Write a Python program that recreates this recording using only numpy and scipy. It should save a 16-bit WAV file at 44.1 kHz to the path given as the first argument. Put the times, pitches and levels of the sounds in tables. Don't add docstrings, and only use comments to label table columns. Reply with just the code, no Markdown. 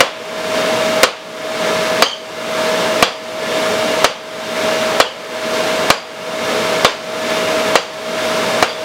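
import sys
import numpy as np
from scipy import signal
from scipy.fft import rfft, irfft
from scipy.io import wavfile
from scipy.ndimage import uniform_filter1d, minimum_filter1d

SR = 44100
rng = np.random.default_rng(int(sys.argv[2]) if len(sys.argv) > 2 else 0)


def wrap_up_sound(samples):
    columns = np.atleast_2d(samples).T
    tamed = np.clip(columns, -1, 1)
    steps = np.round(tamed * 32767).astype(np.int16)
    wavfile.write(sys.argv[1], SR, steps)


N = 389844


def amp(db):
    return 10 ** (np.asarray(db) / 20)


def unit(x):
    return x / np.sqrt(np.mean(x ** 2) + 1e-20)


def read(table, hz, column=1):
    columns = np.transpose(table)
    return np.interp(np.log(hz + 1), np.log(columns[0]), columns[column])


def noise(gain, size):
    return unit(irfft(rfft(rng.standard_normal(size)) * gain, size))


def drift(rate_hz):
    return noise(1 / (1 + (np.fft.rfftfreq(N, 1 / SR) / rate_hz) ** 2), N)


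def peak(hz, centre_hz, width_hz):
    return 1 / (1 + (2 * (hz - centre_hz) / width_hz) ** 2)


def ring(hz, fade_s, t, width_hz):
    band = noise(peak(np.fft.rfftfreq(len(t), 1 / SR), hz, width_hz), len(t))
    return band * amp(-60 * t / fade_s)


def add(mix, start_s, sound):
    part = mix[max(round(start_s * SR), 0):][:len(sound)]
    part += sound[:len(part)]


# f/Hz, level/dB
FIRE_COLOUR = [(25, -48.7), (40, -43), (65, -27.5), (100, -32.5), (200, -19), (330, -6), (480, 3),
               (750, -12), (1300, -11.5), (2000, -19), (3200, -18), (5500, -23), (9500, -33), (15500, -42)]
# f/Hz, width/Hz, level/dB
HEARTH_HOLLOWS = [(98.5, 12.3, 12), (118.6, 27, 11), (175.3, 38, 11.5), (230.3, 25.6, 9),
                  (371.7, 61.4, -10.5), (459.5, 28, -10.5), (534, 42, -13), (1340, 24, 0.5), (1721, 27, 10),
                  (2200, 350, 6.5), (2810, 23, 9), (3590, 120, 4)]
# f/Hz, depth/dB
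WALL_RIPPLE = [(500, .3), (900, 1.7), (3000, 1.4), (7000, .4)]
def forge_fire():
    hz = np.fft.rfftfreq(N, 1 / SR)
    hollows_db = sum(db * peak(hz, centre, width) for centre, width, db in HEARTH_HOLLOWS)
    bumps = uniform_filter1d(rng.standard_normal(len(hz)), size=110)
    ripple_db = unit(uniform_filter1d(bumps, size=110)) * read(WALL_RIPPLE, hz)
    roar = noise(amp(read(FIRE_COLOUR, hz) + hollows_db + ripple_db), N)
    return roar * amp(-17.5 + 0.28 * drift(rate_hz=22))


def blower(pitch_hz=634.0, level_db=-20.5):
    cycles = np.cumsum(pitch_hz + .12 * drift(rate_hz=1.5)) / SR
    whine = np.sin(2 * np.pi * cycles + .08 * drift(rate_hz=6))
    whine *= 1 + .12 * drift(rate_hz=6)
    return amp(level_db) * unit(whine)


# f/Hz, level/dB
CRACK_COLOUR = [(40, -39), (200, -5.5), (500, 0), (1200, 9), (2400, 1), (4500, -2), (7000, -8.5),
                (10000, -18.5), (16000, -65)]
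def crust_crack(t):
    snap = 1.18 * np.exp(-t / 0.0011)
    crush = np.exp(-t / 0.018)
    hz = np.fft.rfftfreq(len(t), 1 / SR)
    return noise(amp(read(CRACK_COLOUR, hz)), len(t)) * (snap + crush)


# f/Hz, level/dB, fade/s
THUD_NOTES = [(70, -27.5, 0.055), (280, -3.5, 0.016), (517, -1, 0.037), (701, 1, 0.024), (1156, 1.5, 0.021),
              (1630, -9, 0.012), (1887, -3, 0.015), (2325, -13, 0.13), (2890, -17.5, 0.11)]
def thud(t):
    notes = np.zeros(len(t))
    for k, (hz, db, fade_s) in enumerate(THUD_NOTES):
        tone = np.sin(2 * np.pi * hz * rng.normal(1, 0.012) * t)
        notes += (-1) ** k * amp(db - 60 * t / fade_s) * tone
    return notes * (1 - np.exp(-t / 0.0003))


# f/Hz, level/dB, fade/s
ANVIL_NOTES = [(2780, -2, 0.22), (2950, -15, 0.48), (3210, -7, 0.27), (4063, 0, 0.15), (4530, -9, 0.48),
               (4860, -10, 0.45), (5750, -16.5, 0.45), (6350, -17, 0.43), (7340, -16, 0.3),
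               (8730, -22, 0.31), (9200, -26, 0.34), (11900, -31, .22), (13950, -35, .22)]
def anvil_ring(t):
    return sum(amp(db + 2 * rng.standard_normal()) * ring(hz, fade_s, t, width_hz=190)
               for hz, db, fade_s in ANVIL_NOTES)


# f/Hz, level/dB, fade/s
ECHO_BANDS = [(40, -34, 0.33), (150, -13, 0.43), (324, -4.5, 0.18), (480, 9, 0.25), (810, -3, 0.51),
              (1120, 0, 0.42), (1700, -4.5, 0.4), (3300, -9, 0.58), (4550, -12.5, 0.42), (7100, -24, 0.47),
              (10000, -35, 0.4), (16000, -36, .2)]
def workshop_echo(t):
    wash = noise(amp(read(ECHO_BANDS, np.fft.rfftfreq(len(t), 1 / SR))), len(t))
    hz, times, bands = signal.stft(wash, SR, nperseg=256)
    fade_s = read(ECHO_BANDS, hz, column=2)[:, None]
    tail = signal.istft(bands * amp(-60 * times / fade_s), SR, nperseg=256)[1]
    return tail[:len(t)] * (1 - np.exp(-t / 0.011))


# t/s, level/dB, crack boost/dB, ring boost/dB
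HAMMER_BLOWS = [(.0051, 2, -1.5, -9), (1.0321, 3.5, 2, -2), (2.0227, 0.5, -2, 3), (3.0254, -0.5, -3, 2.5),
                (4.0439, 0.5, -1.5, 1.5), (5.0008, -0.5, -1, -2), (5.9025, 1, -1, -2.5),
                (6.8470, -1.5, -5, -2), (7.7550, -3.5, -1.5, 1), (8.626, -5.5, -3, -7)]
def hammer(mix):
    t = np.arange(SR) / SR
    for start_s, level_db, crack_db, ring_db in HAMMER_BLOWS:
        blow = amp(5.0 + crack_db) * crust_crack(t)
        blow += amp(8.5) * thud(t)
        blow += amp(-7.0 + ring_db) * anvil_ring(t)
        blow += amp(2.0) * workshop_echo(t)
        add(mix, start_s, amp(level_db) * blow)


# t/s, level/dB, f/Hz, fade/s
BAR_BOUNCES = [(0.047, -24, 3350, 0.19), (2.035, -23, 6400, 0.4), (2.057, -13.5, 3140, 0.37),
               (2.112, -18, 3100, .27), (3.036, -17, 3410, 0.29), (5.012, -11, 3300, 0.15),
               (5.055, -21, 2998, 0.3), (5.923, -19, 4800, .35), (6.856, -13, 3520, 0.15),
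               (7.775, -34, 6360, 0.27), (7.789, -27, 3180, 0.2), (8.683, -29, 4690, 0.3),
               (8.696, -27, 3400, 0.36)]
# multiple of the bounce's f, level/dB
BAR_NOTES = [(1, 10), (.955, -9), (1.42, -7), (2.04, -20), (2.3, -13), (2.75, -26)]
def bar_chatter(mix):
    t = np.arange(SR // 2) / SR
    onset = 1 - np.exp(-t / 0.00077)
    for start_s, level_db, pitch_hz, fade_s in BAR_BOUNCES:
        clink = sum(amp(db) * ring(pitch_hz * ratio, fade_s, t, width_hz=230) for ratio, db in BAR_NOTES)
        add(mix, start_s, amp(level_db) * clink * onset)


def scene():
    mix = forge_fire() + blower()
    hammer(mix)
    bar_chatter(mix)
    return np.array([mix, mix])


def smooth(x, seconds):
    memory = np.exp(-1 / (seconds * SR))
    return signal.lfilter([1 - memory], [1, -memory], x)


def gain_control(x, threshold_db, hold_s, recovery_db_per_s, attack_s):
    power = smooth((x ** 2).mean(0), seconds=0.003)
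    excess_db = np.maximum(10 * np.log10(power + 1e-12) - threshold_db, 0)
    half_hold = int(hold_s * SR / 2)
    held_db = -minimum_filter1d(-excess_db, 2 * half_hold + 1, origin=half_hold, mode="constant")
    recovery_db = np.arange(N) * recovery_db_per_s / SR
    cut_db = np.maximum.accumulate(held_db + recovery_db) - recovery_db
    return x * amp(-smooth(cut_db, attack_s))


def record(dry):
    ducked = gain_control(dry, threshold_db=-7.5, hold_s=0.11, recovery_db_per_s=36, attack_s=0.0086)
    clipped = np.clip(ducked, -1, 1)
    treble_cut = signal.firwin(511, cutoff=15900, window=("kaiser", 8), fs=SR)
    return signal.oaconvolve(clipped, treble_cut[None], "same")


dry = scene()
out = record(dry)
wrap_up_sound(out)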